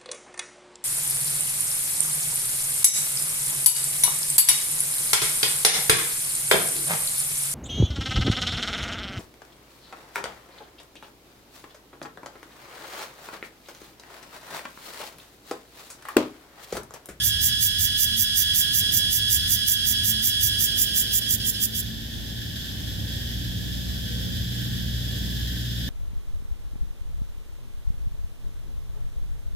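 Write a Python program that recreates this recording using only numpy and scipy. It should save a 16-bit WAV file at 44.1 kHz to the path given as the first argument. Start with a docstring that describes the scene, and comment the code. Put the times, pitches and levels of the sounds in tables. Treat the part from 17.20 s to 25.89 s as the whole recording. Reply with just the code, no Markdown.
"""A near cicada buzzes at dusk among shore rocks and trees, swinging between a hollow drone and a bright
rasp five times a second; it hurries, falters and stops. The buzz is the fast clicking of ribs in its two
tymbals (drum-like skins), and the swing comes from pumping its abdomen. A chorus of its kind drones on
in the far trees, while a distant three-cylinder engine gathers speed over a low rumble."""
import sys
import numpy as np
from scipy import signal
from scipy.fft import rfft, irfft, next_fast_len
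from scipy.io import wavfile
from scipy.ndimage import uniform_filter1d

SR = 44100
rng = np.random.default_rng(int(sys.argv[2]) if len(sys.argv) > 2 else 0)


def to_wav(sig):
    """Store sig (one row per channel, or 1-D mono) as 16-bit WAV at the path in sys.argv[1].

    Samples outside -1..1 are clipped; the rate is SR.
    """
    pcm = np.clip(np.atleast_2d(sig), -1, 1) * 32767
    pcm = np.round(pcm).astype(np.int16)
    wavfile.write(sys.argv[1], SR, pcm.T)  # frames by channels


N = 383229
TIME = np.arange(N) / SR


def undb(db):
    """Turn decibels into a number to multiply by."""
    return 10 ** (np.asarray(db) / 20)


def unit(x):
    """Scale a sound to an average power of 1."""
    return x / np.sqrt(np.mean(x ** 2))


def curve(rows):
    """Join (time, value) rows with straight lines."""
    return np.interp(TIME, *np.transpose(rows))


def drift(per_second):
    """Wander smoothly and randomly around 0, typically by about 1."""
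    hold = int(SR / per_second)
    steps = np.repeat(rng.standard_normal(N // hold + 1), hold)
    return 1.3 * uniform_filter1d(uniform_filter1d(steps, hold), hold)[:N]


def bump(middle_s, length_s, steep):
    """Rise from 0 to 1 and fall back; a steeper bump has a flatter top."""
    return np.exp(-np.minimum(np.abs(2 * (TIME - middle_s) / length_s), 10) ** steep)


def noise(spectrum):
    """Make noise whose tone follows (frequency, level) rows."""
    size = next_fast_len(N, True)
    freqs = np.maximum(np.arange(size // 2 + 1) * SR / size, 1)
    hz, db = np.transpose(spectrum)
    gain = undb(np.interp(np.log(freqs), np.log(hz), db))
    return unit(irfft(rfft(rng.standard_normal(size)) * gain, size)[:N])


def resonate(x, modes, size=4096):
    """Make a sound ring at a body's resonances, the frequencies it favours."""
    freqs = np.arange(size // 2 + 1) * SR / size
    power = sum(undb(db) ** 2 / (1 + 2 * ((freqs - hz) / width) ** 2) ** 3 for hz, width, db in modes)
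    # keeping half the cepstrum puts the ringing after each click, never before
    cepstrum = irfft(np.log(power + np.finfo(float).eps) / 2)
    ring = irfft(np.exp(rfft(2 * cepstrum[:size // 2], size)))
    return signal.oaconvolve(x, ring / np.linalg.norm(ring))[:N]


def foliage(x, fade_s):
    """Leaves and trunks scatter sound differently to each ear; it dies away by 60 dB in fade_s."""
    tails = rng.standard_normal((2, SR)) * undb(-60 * TIME[:SR] / fade_s)
    return np.array([signal.oaconvolve(x, tail / np.linalg.norm(tail))[:N] for tail in tails])


def tymbals(hz, jitter_s, scatter_db, oversample=4):
    """The ribs of the two tymbals buckle in turn; each click is a little off in time and size."""
    # when each rib buckles (position in the cycle [0 to 1])
    rib_turns = [0, .48, .23, .73]
    # each rib's click (level [dB])
    rib_db = [0.5, -2, -5, -12.5]
    cycles = np.cumsum(hz) / SR
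    turns = (np.arange(int(cycles[-1]) - 1)[:, None] + rib_turns).ravel()
    chance = rng.standard_normal((len(turns), 2))
    when = np.abs(np.interp(turns, cycles, TIME) + jitter_s * chance[:, 0])
    sizes = undb(np.resize(rib_db, len(turns)) + scatter_db * chance[:, 1])
    clicks = np.bincount((when * SR * oversample).astype(int), sizes, N * oversample)
    return unit(signal.resample_poly(clicks, 1, oversample)[:N])


def abdomen_lifts(first_s=.0675, period_s=.18845, length_s=.076, early_s=.192, shorten_s=.0073):
    """The abdomen lifts at an even beat, then ever earlier and more briefly; gives times and lengths."""
    beat = np.arange(26)
    hurry = np.exp((beat - beat[-1]) / 3.5)
    return first_s + period_s * beat - early_s * hurry, length_s - shorten_s * hurry


def air_sac(hz, lift, level, flutter_db=0.9):
    """The hollow abdomen rings with two clean tones that follow the tymbal rate and dip when it lifts."""
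    # (multiple of the tymbal rate, level [dB], change when lifted [dB], left minus right [dB])
    sac_tones = [(6, -43, -1, -3), (12, -30.5, -9, -7)]
    angle = 2 * np.pi * np.cumsum(hz) / SR
    out = 0
    for multiple, db, dip_db, left_db in sac_tones:
        tone = np.sqrt(2) * np.sin(multiple * angle + 0.61 * drift(250))
        tone = tone * level * undb(db + dip_db * lift + flutter_db * drift(60))
        out = out + (0.96 * tone + 0.13 * foliage(tone, fade_s=0.2)) * undb([[left_db], [0]])
    return out


def cicada(rasp_db=-21.5, drone_db=-28, tug_hz=6, sag_hz=2.5, stop_s=4.62):
    """Lifting the abdomen trades the hollow drone for a bright rasp and tugs the tymbal rate up."""
    # how fast the tymbals repeat their cycle (time [s], rate [Hz])
    tymbal_rate = [(0, 279), (2.0, 279.3), (3.2, 278.6), (3.8, 275), (4.25, 272.5), (4.6, 275)]
    # the tymbals falter (time [s], length [s], depth [dB])
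    falters = [(4.002, 0.02, -11), (4.177, 0.039, -14), (4.321, 0.031, -11), (4.494, 0.06, -32)]
    # body resonances with the abdomen lifted (frequency [Hz], width [Hz], level [dB])
    rasp_modes = [(1790, 240, -13), (3185, 550, -13), (4957, 355, -6), (5870, 1600, -14.5),
                  (6770, 1990, -8.5), (9100, 2400, -16), (11080, 1200, -4), (12080, 760, 0.5),
                  (13000, 3300, -5.5), (15000, 1100, -9)]
    # body resonances with the abdomen down (frequency [Hz], width [Hz], level [dB])
    drone_modes = [(1586, 194, -17), (1936, 165, -22.5), (2474, 260, -25), (2994, 244, -6), (3344, 210, -2),
                   (3594, 185, -9), (4080, 290, -8), (5045, 600, -12.5), (6450, 1400, -23),
                   (9950, 2500, -22), (14000, 5300, -35)]
    times, lengths = abdomen_lifts()
    # the abdomen rises a little more slowly than it drops
    lift = sum(bump(at, np.where(TIME < at, 1.09, 0.96) * span, steep=3.1)
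               for at, span in zip(times, lengths))
    tug = sum(bump(at - .03, .03, steep=2) for at in times)
    sag = sum(bump(at - .085, .04, steep=2) for at in times)
    waver = 1.512 * (drift(110) + .5 * drift(9))
    hz = curve(tymbal_rate) + tug_hz * tug - sag_hz * sag + waver
    falter_db = sum(db * bump(at, span, steep=4.3) for at, span, db in falters)
    effort = undb(falter_db + .5 * drift(40)) * np.clip((stop_s - TIME) / 0.012, 0, 1)
    # the insect tires towards the stop, and its last rasp is feeble
    tiring_s, tired_drone_db, tired_rasp_db, feeble_db = 0.72, -6, -1.5, -4.5
    tired = np.exp(np.minimum(TIME - stop_s, 0) / tiring_s)
    last_lift = TIME > times[-1] - lengths[-1]
    droning = effort * undb(tired_drone_db * tired)
    rasping = effort * undb(tired_rasp_db * tired + feeble_db * last_lift)
    # stretched tymbals click evenly, slack ones raggedly
    taut = tymbals(hz, jitter_s=9e-6, scatter_db=2.5)
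    slack = tymbals(hz, jitter_s=32e-6, scatter_db=1.5)
    rasp = resonate(taut * rasping * lift * undb(rasp_db), rasp_modes)
    drone = resonate(slack * droning * (1 - 0.87 * lift ** 3.05) * undb(drone_db), drone_modes)
    # so small a body gives off almost nothing below its lowest resonance
    small_body = signal.butter(6, 1300, "high", fs=SR, output="sos")
    rasp, drone = signal.sosfilt(small_body, [rasp, drone])
    # the clean tones fade first as the insect tires
    tone_level = (droning / np.median(droning[TIME < stop_s])) ** 2
    return rasp, drone, air_sac(hz, lift, tone_level)


def shore(x, left_db, scatter_db, tail_db, left_lag_s=.000113):
    """The sound arrives from the right, then again off the rocks and out of the trees."""
    # echoes off the rocks (delay [s], left gain, right gain)
    rocks = [(.0011, 0.26, -0.16), (.0029, -.15, 0.13), (.0067, 0.22, .15)]
    delayed = lambda s: np.interp(TIME - round(s * SR) / SR, TIME, x, left=0)
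    direct = np.array([delayed(left_lag_s), x])
    echoes = sum(np.outer([left, right], delayed(s)) for s, left, right in rocks)
    scatter = undb(scatter_db) * foliage(x, fade_s=0.021) + undb(tail_db) * foliage(x, fade_s=0.42)
    return (direct + echoes + scatter) * undb([[left_db], [0]])


def chorus(throb_db=0.5, drone_left_db=-1, rasp_left_db=-3, right_lag_samples=23, count=6):
    """Far cicadas, each with its own clicking rate and pumping rhythm, are blurred by the trees."""
    # resonances of their drone (frequency [Hz], width [Hz], level [dB])
    drone_modes = [(1708, 317, -2), (2470, 2100, -25.5), (3327, 613, 4), (4016, 590, -6.5),
                   (5020, 1080, -4.5), (6400, 760, -13.5)]
    # resonances of their rasp (frequency [Hz], width [Hz], level [dB])
    rasp_modes = [(7300, 1500, -3), (9300, 2500, -12), (11400, 1700, -3), (12700, 1600, 0),
                  (14300, 2000, -4.5)]
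    # loudness of their drone (time [s], level [dB])
    drone_level = [(0, -35), (4.7, -36.5), (5.3, -37.5), (6.1, -35.5), (8.69, -35.5)]
    # loudness of their rasp (time [s], level [dB])
    rasp_level = [(0, -44), (4.7, -45.5), (5.3, -46), (6.1, -43.5), (8.69, -43)]
    voices = 0
    for _ in range(count):
        rate_offset, pump_offset = rng.standard_normal(2)
        pump_hz = 5.4 + .3 * pump_offset + .15 * drift(0.99)
        pumping = np.sin(2 * np.pi * np.cumsum(pump_hz) / SR)
        hz = 283 + 5 * rate_offset + 4 * pumping + 2.5 * drift(25)
        voices = voices + tymbals(hz, jitter_s=60e-6, scatter_db=8) * undb(throb_db * pumping)
    early = foliage(voices, fade_s=0.076)[0]
    ears = foliage(voices, fade_s=1.0) + 0.47 * np.array([early, np.roll(early, right_lag_samples)])
    drone = np.array([unit(resonate(ear, drone_modes)) for ear in ears])
    rasp = np.array([unit(resonate(ear, rasp_modes)) for ear in ears])
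    drone *= undb(curve(drone_level) + [[drone_left_db], [0]])
    rasp *= undb(curve(rasp_level) + [[rasp_left_db], [0]])
    return drone + rasp


def engine(cylinders=3, uneven_db=-19, count=39):
    """The exhaust hums at multiples of the firing rate; unequal cylinders add weaker tones in between."""
    # how often the cylinders fire (time [s], rate [Hz])
    firing_rate = [(0, 36), (1.9, 39), (3, 47), (3.9, 55.3), (5.1, 57), (5.8, 58.6), (6.3, 59.4),
                   (7.7, 60.1), (8.69, 59.4)]
    # loudness of the whole engine (time [s], level [dB])
    engine_level = [(0, -47.5), (2, -51.5), (3.5, -44.5), (4.1, -42.5), (5.2, -40.5), (5.7, -38.5),
                    (6.1, -33.5), (7.5, -31.5), (8.69, -31)]
    # exhaust tones (multiple of the firing rate, relative level [dB])
    exhaust = [(1, 1.5), (2, -1), (3, -4.5), (4, -15), (5, -19), (6, -32.5), (9, -31.5), (13, -44.5)]
    # working harder lifts the higher tones (time [s], boost [dB])
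    engine_load = [(0, -15), (2.4, 6), (3, -1), (3.7, 14.5), (4.6, 7), (5.7, 4.5), (6.4, -0.5), (8.69, 0.5)]
    angle = 2 * np.pi * np.cumsum(curve(firing_rate) * (1 + .002 * drift(6))) / SR
    multiples, levels = np.transpose(exhaust)
    load_db = curve(engine_load)
    out = 0
    for k in range(cylinders, count + 1):
        multiple = k / cylinders
        db = np.interp(multiple, multiples, levels)
        if k % cylinders:  # an in-between tone
            db = min(db - 6, uneven_db)
        db = db + load_db * np.clip((multiple - cylinders) / cylinders, 0, 1)
        start = rng.uniform(0, 2 * np.pi)
        ear_shift = rng.normal(0, 0.19) * np.sqrt(multiple) * np.array([[1], [-1]])
        waver_db = 1.37 * np.sqrt(multiple) * drift(7)
        out = out + undb(db + waver_db) * np.sin(multiple * angle + start + ear_shift)
    return out * undb(curve(engine_level))


def rumble(gain_db=3, split_hz=240, swell_db=5, deep_width_db=-10, upper_width_db=-2):
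    """A far rumble: its deep part is nearly the same in both ears, its upper part sounds wider."""
    # tone of the rumble (frequency [Hz], level [dB])
    spectrum = [(15, -40), (27, -20), (38, -8), (65, 0), (100, 3.5), (140, -6.5), (220, -11.5),
                (330, -22.5), (480, -31), (750, -35), (1150, -47.5), (3000, -40.5), (16000, -45.5)]
    # the deep part between its swells (time [s], relative level [dB])
    deep_level = [(0, -42.5), (2.2, -41), (3.7, -43), (5.6, -41), (6.1, -38), (8.69, -37)]
    # the deep part swells now and then (time [s], length [s])
    swells = [(.2, .4), (.65, 0.097), (1.596, 0.083), (2.157, 0.46), (2.65, 0.12), (3.26, 0.15),
              (4.18, 0.16), (4.664, 0.18), (5.8, 0.086)]
    # the upper part (time [s], relative level [dB])
    upper_level = [(0, -39.5), (1.3, -40), (1.78, -32.5), (2.15, -39.5), (3.8, -33.5), (4.8, -34.5),
                   (5.7, -32), (8.69, -34.5)]
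    opposite = np.array([[1], [-1]])  # added on the left, taken away on the right
    split = signal.butter(2, split_hz, fs=SR, output="sos")
    lows = lambda x: signal.sosfiltfilt(split, x)
    middle, side = noise(spectrum), noise(spectrum)
    deep = lows(middle) + undb(deep_width_db) * opposite * lows(side)
    upper = middle - lows(middle) + undb(upper_width_db) * opposite * (side - lows(side))
    swelling = sum(bump(at, span, steep=3.2) for at, span in swells)
    deep *= undb(curve(deep_level) + swell_db * swelling + 0.8 * drift(8))
    upper *= undb(curve(upper_level) + drift(6))
    return undb(gain_db) * (deep + upper)


def hum(hz=222, start_db=-59, growth_db_per_s=1.7, surge_db=-42):
    """A faint, wavering hum slowly grows and surges three times."""
    # surges of the hum (time [s], length [s])
    surges = [(.94, 0.2), (2.9, 0.39), (4.6, 0.87)]
    surging = sum(bump(at, span, steep=1.44) for at, span in surges)
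    level = undb(start_db + growth_db_per_s * TIME) + undb(surge_db) * surging
    tone = np.sin(2 * np.pi * np.cumsum(hz + 2.33 * drift(14)) / SR)
    return tone * level * undb(2.1 * drift(14))


def scene():
    """The near cicada sings over the chorus, engine, rumble and hum."""
    rasp, drone, tones = cicada()
    # the rasp is louder on the right with a weak tail; the drone is more centred and lingers in the trees
    rasp_heard = shore(rasp, left_db=-6.5, scatter_db=1, tail_db=-9.5)
    drone_heard = shore(drone, left_db=-2, scatter_db=-1, tail_db=-5)
    return rasp_heard + drone_heard + tones + chorus() + engine() + rumble() + hum()


def record(dry, top_hz=15800):
    """Cut off the highest treble steeply."""
    return signal.sosfilt(signal.ellip(12, .2, 80, top_hz, fs=SR, output="sos"), dry)


dry = scene()
out = record(dry)
to_wav(out)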